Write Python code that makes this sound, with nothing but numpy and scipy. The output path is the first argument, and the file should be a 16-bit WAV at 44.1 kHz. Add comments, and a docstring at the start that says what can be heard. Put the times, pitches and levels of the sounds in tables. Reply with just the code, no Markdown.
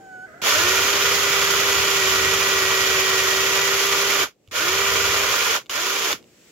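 """Power drill in a small wooden box

A power drill with a spade bit runs in three bursts, close by, over a faint drone and hiss: two cut into
the box, and the last spins almost free after the bit backs out; each burst ends under the brake.
The stalled motor whines as a swelling octave that breaks into a rasp, then sine tones hum with its speed.
Throbbing noise and random snaps make the gears' rattle and the bit's scraping, ringing through the box.
Clicks ring the housing; one dull knock falls between the first two bursts."""
import sys
import numpy as np
from scipy import signal
from scipy.fft import rfft, irfft, next_fast_len
from scipy.io import wavfile

SR = 44100
rng = np.random.default_rng(int(sys.argv[2]) if len(sys.argv) > 2 else 0)


def wav_record(signal):
    """Record a signal, one row per channel, as 16-bit PCM in the file named by sys.argv[1]."""
    frames = np.transpose(np.atleast_2d(signal))
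    bounded = np.clip(frames, -1, 1)
    # unit amplitude maps onto the largest positive 16-bit level
    quanta = np.round(bounded * 32767).astype(np.int16)
    wavfile.write(sys.argv[1], SR, quanta)


N = 287091

# trigger pulls: pulled t/s, spin-up time/s, released t/s, rattle held after release/s, attack depth/dB,
# starting surge/dB, gear rattle level/dB, scraping level/dB, hum level/dB
BURSTS = [(0.418, .097, 4.208, .029, 14.5, 4, -25.5, -23, -29.5),
          (4.512, .067, 5.512, 0.052, 15, -3, -26.5, -22.5, -30),
          (5.695, .055, 6.048, 0.08, 4, -3.2, -28, -27, -25)]
GEAR_RATIO = 36  # motor turns per spindle turn
MESH_ORDER = 1.25  # gear mesh beats per motor turn


def from_db(db):
    """Decibels to gain."""
    return 10 ** (np.asarray(db) / 20)


def rms_one(x):
    """Scale to unit power."""
    return x / np.sqrt(np.mean(x ** 2) + 1e-20)


def in_time(rows):
    """Each column of a curve at every sample."""
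    s, *columns = np.transpose(rows)
    return [np.interp(np.arange(N) / SR, s, c) for c in columns]


def ramp(start_s, length_s):
    """Rises from 0 to 1 and stays there."""
    return np.clip((np.arange(N) / SR - start_s) / length_s, 0, 1)


def over_hz(points):
    """A table read at every FFT bin, on a log-frequency axis."""
    hz, value = np.transpose(points)
    bins_hz = np.fft.rfftfreq(next_fast_len(N), 1 / SR)
    return np.interp(np.log(bins_hz + 1e-9), np.log(hz), value)


def colour(x, db):
    """Filter by a gain in dB per FFT bin."""
    size = next_fast_len(N)
    return irfft(rfft(x, size) * from_db(db), size)[..., :N]


def drift(rate):
    """Slow chance at about a rate in Hz, with unit spread and its extreme swings tamed."""
    step = 40  # samples between slow values
    r = np.exp(-2 * np.pi * rate * step / SR)
    noise = rng.standard_normal(N // step + 2002)
    slow = signal.lfilter([1], [1, -2 * r, r * r], noise)[2000:]  # drop the filter's start-up
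    tamed = rms_one(np.tanh(rms_one(slow) / 2))
    return np.interp(np.arange(N) / step, np.arange(len(slow)), tamed)


def resonate(x, hz, width_hz):
    """A two-pole resonance with gain 1 on top."""
    r = np.exp(-np.pi * width_hz / SR)
    numerator = np.array([1, 0, -1]) * (1 - r * r) / 2
    return signal.lfilter(numerator, [1, -2 * r * np.cos(2 * np.pi * hz / SR), r * r], x)


def spread(pair):
    """Two unrelated signals become left and right, more alike in the bass and wide in the treble."""
    # between the ears: f/Hz, likeness [0-1]
    likeness = [(60, .5), (160, 0.93), (420, 0.62), (800, 0.56), (1200, 0.81), (1700, 0.24), (3000, 0.37),
                (4200, 0.01), (15000, 0)]
    alike = np.clip(over_hz(likeness), -.95, .97)
    mid, side = colour(pair, 10 * np.log10([1 + alike, 1 - alike]))
    return np.array([mid + side, mid - side]) / np.std(mid)


def workshop():
    """A faint, dull drone under a thin hiss, both shaped noise; their levels rise and sink slowly."""
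    # low drone: f/Hz, relative level/dB
    drone_spectrum = [(18, -42), (35, -19), (110, -5.5), (400, -1.5), (600, -8), (850, -18.5),
                      (2000, -40.5)]
    # thin hiss: f/Hz, relative level/dB
    hiss_spectrum = [(300, -13), (1200, -6.5), (2400, -0.5), (4000, -5.5), (6300, -4), (7800, -2),
                     (9000, -16), (15000, -12.5)]
    # background curve: t/s, drone level/dB, hiss level/dB
    levels = [(0, -52, -63.5), (.4, -52, -63.5), (4.36, -66, -78), (4.47, -63, -70), (5.65, -57.5, -69),
              (6.22, -52.5, -65), (6.3, -59, -61.5), (6.5, -58.5, -55.5)]
    drone_db, hiss_db = in_time(levels)
    drone = spread(colour(rng.standard_normal((2, N)), over_hz(drone_spectrum)))
    hiss = spread(colour(rng.standard_normal((2, N)), over_hz(hiss_spectrum)))
    return from_db(drone_db) * drone + from_db(hiss_db) * hiss


# the stalled whine's fundamental and rasp hold while the octave swells
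WHINE_DB, OCTAVE_DB, RASP_DB = -43, -36, -61.5
OCTAVE_SWELL_S, OCTAVE_SWELL_DB = .145, 20
# then the note breaks: the tones drop and the rasp rises
BREAK_AT_S, BREAK_S = 0.256, .015
BREAK_TONE_LOSS_DB, BREAK_OCTAVE_LOSS_DB, BREAK_RASP_GAIN_DB = 8, 18, 12.5


def stalled_whine():
    """Chopped current makes the standing motor sing; the note breaks into a rasp just before it turns."""
    # note under a half-pulled trigger: t/s, f/Hz
    pitch = [(0, 785), (.07, 762), (.19, 738), (.26, 760), (.275, 630), (.33, 626), (.375, 720.4),
             (.418, 750)]
    # overtones: multiple of the fundamental, level against the full octave/dB
    overtone_levels = [(3, -35), (4, -36), (6, -40), (7, -43), (9, -26), (13, -43)]
    # resonances of the rasp: f/Hz, width/Hz, relative level/dB
    rasp_resonances = [(1320, 45, -3.5), (1490, 310, 1), (1990, 100, -2)]
    hz, = in_time(pitch)
    broken = ramp(BREAK_AT_S, BREAK_S)
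    # pitch and level waver more once the note is broken
    phase = 2 * np.pi * np.cumsum(hz * (1 + (.0024 + .014 * broken) * drift(120))) / SR
    first_db = WHINE_DB - BREAK_TONE_LOSS_DB * broken + (1.5 + 3.5 * broken) * drift(50)
    first = from_db(first_db) * np.sin(phase)
    octave = from_db(OCTAVE_SWELL_DB * (ramp(0, OCTAVE_SWELL_S) - 1)) * np.sin(2 * phase)
    overtones = sum(from_db(db + 3.3 * drift(8.9)) * np.sin(round(k) * phase) for k, db in overtone_levels)
    upper_db = OCTAVE_DB - BREAK_OCTAVE_LOSS_DB * broken + drift(40)
    upper = from_db(upper_db) * (octave + overtones)
    noise = rng.standard_normal((2, N))
    rasp = rms_one(sum(from_db(db) * resonate(resonate(noise, centre, width), centre, width)
                       for centre, width, db in rasp_resonances))
    rasp = from_db(RASP_DB + BREAK_RASP_GAIN_DB * broken) * rasp
    standing = np.arange(N) / SR < BURSTS[0][0]
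    return (first + upper + rasp) * standing


def clicks():
    """Each trigger or chuck click rings the housing's modes with strengths of its own."""
    # clicks: t/s, strength/dB
    click_list = [(0.417, -22), (4.476, -40), (4.486, -44), (5.66, -33.5), (5.666, -34), (5.697, -15.5),
                  (6.129, -3.5), (6.227, -37.5), (6.242, -39)]
    # drill housing modes: f/Hz, relative level/dB, t60/s
    modes = [(1160, -9, 0.0147), (1450, -15, 0.013), (2220, -7, .014), (2900, 0.5, 0.011),
             (3570, -1, 0.0091), (4230, -8, 0.0069), (4900, -0.5, 0.0029), (5900, -21, .01),
             (6900, -7, 0.013), (11600, -8.5, .003), (14500, -12, .003)]
    s, strength_db = np.transpose(click_list)
    out = np.zeros((2, N))
    for hz, db, t60 in modes:
        taps = np.full((2, N), 1e-18)  # a tiny offset keeps the filter out of denormals
        uneven = from_db(rng.normal(0, 3.9, (len(s), 2)).T) * rng.choice([-1, 1], len(s))
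        taps[:, (s * SR).astype(int)] = from_db(strength_db + db) * uneven / np.sqrt(len(modes))
        r = from_db(-60 / (t60 * SR))  # decay per sample
        w = 2 * np.pi * hz / SR
        out += signal.lfilter([0, np.sin(w)], [1, -2 * r * np.cos(w), r * r], taps)
    return out


# a burst's noise swells, settles, sinks slowly, and dies under the brake
ATTACK_S, SURGE_S = 0.053, 0.17
SINK_DB_PER_S, RELEASE_DB_PER_S, BRAKE_S = 0.23, 470, .066
HUM_SPEED_POWER = 1.9  # the out-of-balance hum grows steeply with speed


def burst(pulled, spin_up_s, released, rattles_on_s, attack_db, surge_db, rattle_db, scrape_db, hum_db, push):
    """One trigger pull: share of full speed, and gains of rattle, motor strain, scraping, hum and rumble."""
    t = np.arange(N) / SR
    age, braking = np.maximum(t - pulled, 0), np.maximum(t - released, 0)
    slowed = 1 - np.exp(-(braking / BRAKE_S) ** 2)
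    spin = (1 - np.exp(-age / spin_up_s)) * (1 - slowed)
    running = (t >= pulled) * from_db(-RELEASE_DB_PER_S * np.maximum(braking - rattles_on_s, 0))
    swell_db = attack_db * (ramp(pulled, ATTACK_S) - 1)
    effort_db = swell_db + surge_db * np.exp(-age / SURGE_S) - SINK_DB_PER_S * age
    rattle, scrape = running * from_db([rattle_db + effort_db, scrape_db + effort_db])
    # the motor strains while braked, and less while spinning up
    strain = running * 4 * spin * (slowed + (1 - slowed) * spin * (1 - spin) / 2)
    hum = from_db(hum_db) * spin ** HUM_SPEED_POWER
    push_db, = in_time(push)
    return np.array([spin, rattle, strain, scrape, hum, running * from_db(push_db)])


def flutter(turns, multiple):
    """One tone of the drive, fluttering as the bit wobbles; higher ones differ more between the ears."""
    phase = 2 * np.pi * multiple * turns + .5 * drift(30)
    mid = from_db(1.9 * drift(27.5)) * np.sin(phase)
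    side = min(.25 * np.sqrt(multiple), 1) * drift(14) * np.cos(phase)
    return np.sqrt(2) * np.array([mid + side, mid - side])


HUM_RESONANCE_HZ, HUM_WIDTH_HZ = 371.2, 46  # just under full speed
CAGE_ORDER, CAGE_DB = .385, -22  # bearing cage: multiple of motor speed, level against the hum


def rotor_hum(turns, strength):
    """One shake per turn, blooming as the speed meets the resonance; a bearing cage drones below it."""
    imbalance = np.sqrt(2) * np.sin(2 * np.pi * turns) * strength
    shake = resonate(imbalance, HUM_RESONANCE_HZ, HUM_WIDTH_HZ)
    cage = strength * from_db(CAGE_DB) * flutter(turns, CAGE_ORDER)
    return shake * from_db(1.15 * drift(20)) + cage


SLOT_ORDER = 5  # slot whine as a multiple of motor speed
# level against the gear rattle, dB per turn per s lost to the load, level when braked to half speed
SLOT_DB, SLOT_LOAD_DB, SLOT_STRAIN_DB = -10.5, 0.4346, -34


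def slot_whine(turns, cutting, sag, strain):
    """The armature slots sing when the motor draws current: under the cut, spinning up and braking."""
    strength = cutting * from_db(SLOT_DB + SLOT_LOAD_DB * sag) + strain * from_db(SLOT_STRAIN_DB)
    return flutter(turns, SLOT_ORDER) * strength


def grains(per_s, size_db):
    """Random snaps of uneven size, each reaching the two ears in its own way."""
    born = rng.random(N) < per_s / SR
    size = from_db(size_db * np.minimum(rng.exponential(1, N), 3))
    return born * size * rng.uniform(-1, 1, (2, N))


def throb(cycles, depth):
    """One swell per cycle, at unit power."""
    return rms_one(np.exp(depth * np.cos(2 * np.pi * cycles)))


def gears(turns):
    """Teeth clatter at the mesh rate over fan hiss; three planet gears sway the load each spindle turn."""
    # gear noise: f/Hz, relative level/dB
    gear_spectrum = [(120, -27.5), (230, -11), (330, -3.5), (480, -4), (780, -5), (1300, 4), (1700, -0.5),
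                     (3300, 4.5), (3850, 0), (7150, 1.5), (8000, -17), (9600, -12.5), (12000, -7),
                     (16000, -13)]
    clatter = rng.standard_normal((2, N)) + from_db(-3.5) * rms_one(grains(3500, size_db=2.3))
    spindle = turns / GEAR_RATIO
    sway = throb(spindle, depth=0.037) * throb(2 * spindle, depth=0.036) * throb(3 * spindle, depth=0.081)
    drive = clatter * throb(MESH_ORDER * turns, depth=.14) * sway * from_db(.5 * drift(28))
    return spread(colour(drive, over_hz(gear_spectrum)))


def box(x):
    """Whatever shakes the bit rings the wooden box's resonances, alternating in sign."""
    # wooden box and bit: f/Hz, width/Hz, level/dB
    resonances = [(458, 96, -4.5), (612, 73, -3), (1004, 142, -5.5), (1197, 73, -1), (1430, 100, 1.5),
                  (1855, 96, -1), (2320, 148, 0.5), (3030, 190, -5.5), (3406, 83, -5.5)]
    return sum((-1) ** k * from_db(db) * resonate(x, hz, width)
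               for k, (hz, width, db) in enumerate(resonances))


def motor_tones(turns):
    """Armature and gear tones swell as their pitch sweeps through the box's resonances."""
    # tones reaching the box through the bit: multiple of motor speed, relative level/dB
    orders = [(1.17, -10.5), (1.25, -10.5), (1.999, -5), (2.5, -15), (3, -8), (4, -17), (6.25, -10.5)]
    return box(sum(from_db(db) * flutter(turns, multiple) for multiple, db in orders))


def scraping(turns):
    """The two cutting edges scrape in random snaps, harder once a turn; the gear mesh shakes the bit."""
    spindle = turns / GEAR_RATIO
    bite = throb(spindle, depth=0.063) * throb(2 * spindle, depth=0.064) * throb(MESH_ORDER * turns, depth=0.4)
    return spread(box(grains(5000, size_db=2.5) * bite * from_db(0.57 * drift(35))))


def rumble(turns, spin):
    """Each edge shoves the box unevenly against the bench, and the bit chatters eight times a turn."""
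    # shoves: f/Hz, relative level/dB
    shove_spectrum = [(15, -49.5), (30, -33), (60, -0.5), (85, 5), (120, 0.5), (150, -3), (185, -5),
                      (280, -16), (500, -58)]
    spindle = turns / GEAR_RATIO
    shoves = rng.standard_normal((2, N)) * throb(2 * spindle, depth=0.11) * from_db(1.1 * drift(13))
    chatter = spin * np.sin(2 * np.pi * 8 * spindle + .6 * drift(8))
    return spread(colour(shoves, over_hz(shove_spectrum))) + from_db(-5.0) * chatter


FREE_TURNS_PER_S = 397  # motor speed without load
# hum and slot whine fade as the bit backs out of the hole, and stay down for the last burst
BACK_OUT_AT_S, BACK_OUT_S, BACK_OUT_LOSS_DB = 5.17, 0.28, 11.5


def drill():
    """The motor spins up, sags in the first burst and is braked; its turns time every layer."""
    # motor speed while the first burst cuts the hole: t/s, speed/turns per s
    cutting_curve = [(0.95, 398), (1.97, 391.5), (2.03, 381), (2.48, 390), (2.54, 384.5), (3.28, 383.4),
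                     (3.9, 394.4), (4.15, 396)]
    # push of the bit on the box, one curve per burst: t/s, rumble level/dB
    push_curves = [
        [(0.45, -54), (0.6, -45), (1.78, -46), (1.8, -42.5), (2.0, -48), (2.27, -39.5), (2.39, -43), (4.2, -53),
         (4.22, -47.5)],
        [(4.53, -55.5), (4.602, -50), (4.62, -46.5), (5.02, -41.5), (5.58, -54.5)],
        [(5.72, -58), (5.912, -68), (6.132, -54), (6.15, -56.5)],
    ]
    bursts = sum(burst(*row, push) for row, push in zip(BURSTS, push_curves))
    spin, rattle, strain, scrape, hum, shake = bursts
    cutting_speed, = in_time(cutting_curve)
    sag = (FREE_TURNS_PER_S - cutting_speed) * (np.arange(N) / SR < BURSTS[1][0])
    speed = spin * (FREE_TURNS_PER_S - sag) * (1 + 0.0025 * drift(13.6))
    turns = np.cumsum(speed) / SR
    contact = from_db(-BACK_OUT_LOSS_DB * ramp(BACK_OUT_AT_S, BACK_OUT_S))
    rotor = rotor_hum(turns, hum * contact) + slot_whine(turns, rattle * contact, sag, strain)
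    gearbox = rattle * (from_db(3.5) * gears(turns) + from_db(-0.5) * motor_tones(turns))
    wood = scrape * from_db(-3) * scraping(turns) + shake * from_db(1.16) * rumble(turns, spin)
    return rotor + gearbox + wood


# the bit is set down in the hole
THUD_S, THUD_DB, THUD_HZ, THUD_T60 = 4.482, -44, 100, 0.17


def thud():
    """One dull knock of the box on the bench: a decaying low sine."""
    age = np.maximum(np.arange(N) / SR - THUD_S, 0)
    return from_db(THUD_DB - 60 * age / THUD_T60) * np.sin(2 * np.pi * THUD_HZ * age)


def nearby(x):
    """Close surfaces comb the sound with faint short echoes."""
    # echoes off the bench and the hand: delay/s, gain [linear]
    echoes = [(.00102, 0.015), (.0029, 0.079), (.0071, .1)]
    return x + sum(gain * np.pad(x, ((0, 0), (int(s * SR), 0)))[:, :N] for s, gain in echoes)


def scene():
    """The drill is held a little to the right, over the workshop's background."""
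    # left minus right: f/Hz, level difference/dB
    lean = [(60, -2), (110, 3.5), (200, -5), (380, -2), (700, 1.5), (1290, -5), (2380, -2.5), (4400, -1),
            (8120, -4), (15000, -2.0)]
    # phase by which the right leads: f/Hz, phase/rad
    lead = [(500, 0), (720, 1.64), (1000, 0.38), (1550, 1.1), (2150, 0.23), (3000, -0.096)]
    tool = nearby(drill() + stalled_whine() + clicks() + thud())
    half = np.array([[.5], [-.5]])  # each ear takes half of the difference
    size = next_fast_len(N)
    ears = from_db(half * over_hz(lean)) * np.exp(-1j * half * over_hz(lead))
    return irfft(rfft(tool, size) * ears, size)[:, :N] + workshop()


CUTOFF_HZ = 15750


def record(dry):
    """The tallest peaks are rounded and the top is cut steeply."""
    rounded = dry / (1 + (dry / .75) ** 4) ** .25
    low_pass = signal.ellip(12, .1, 80, CUTOFF_HZ, fs=SR, output="sos")  # 0.1 dB ripple, 80 dB stop
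    return signal.sosfilt(low_pass, rounded)


dry = scene()
out = record(dry)
wav_record(out)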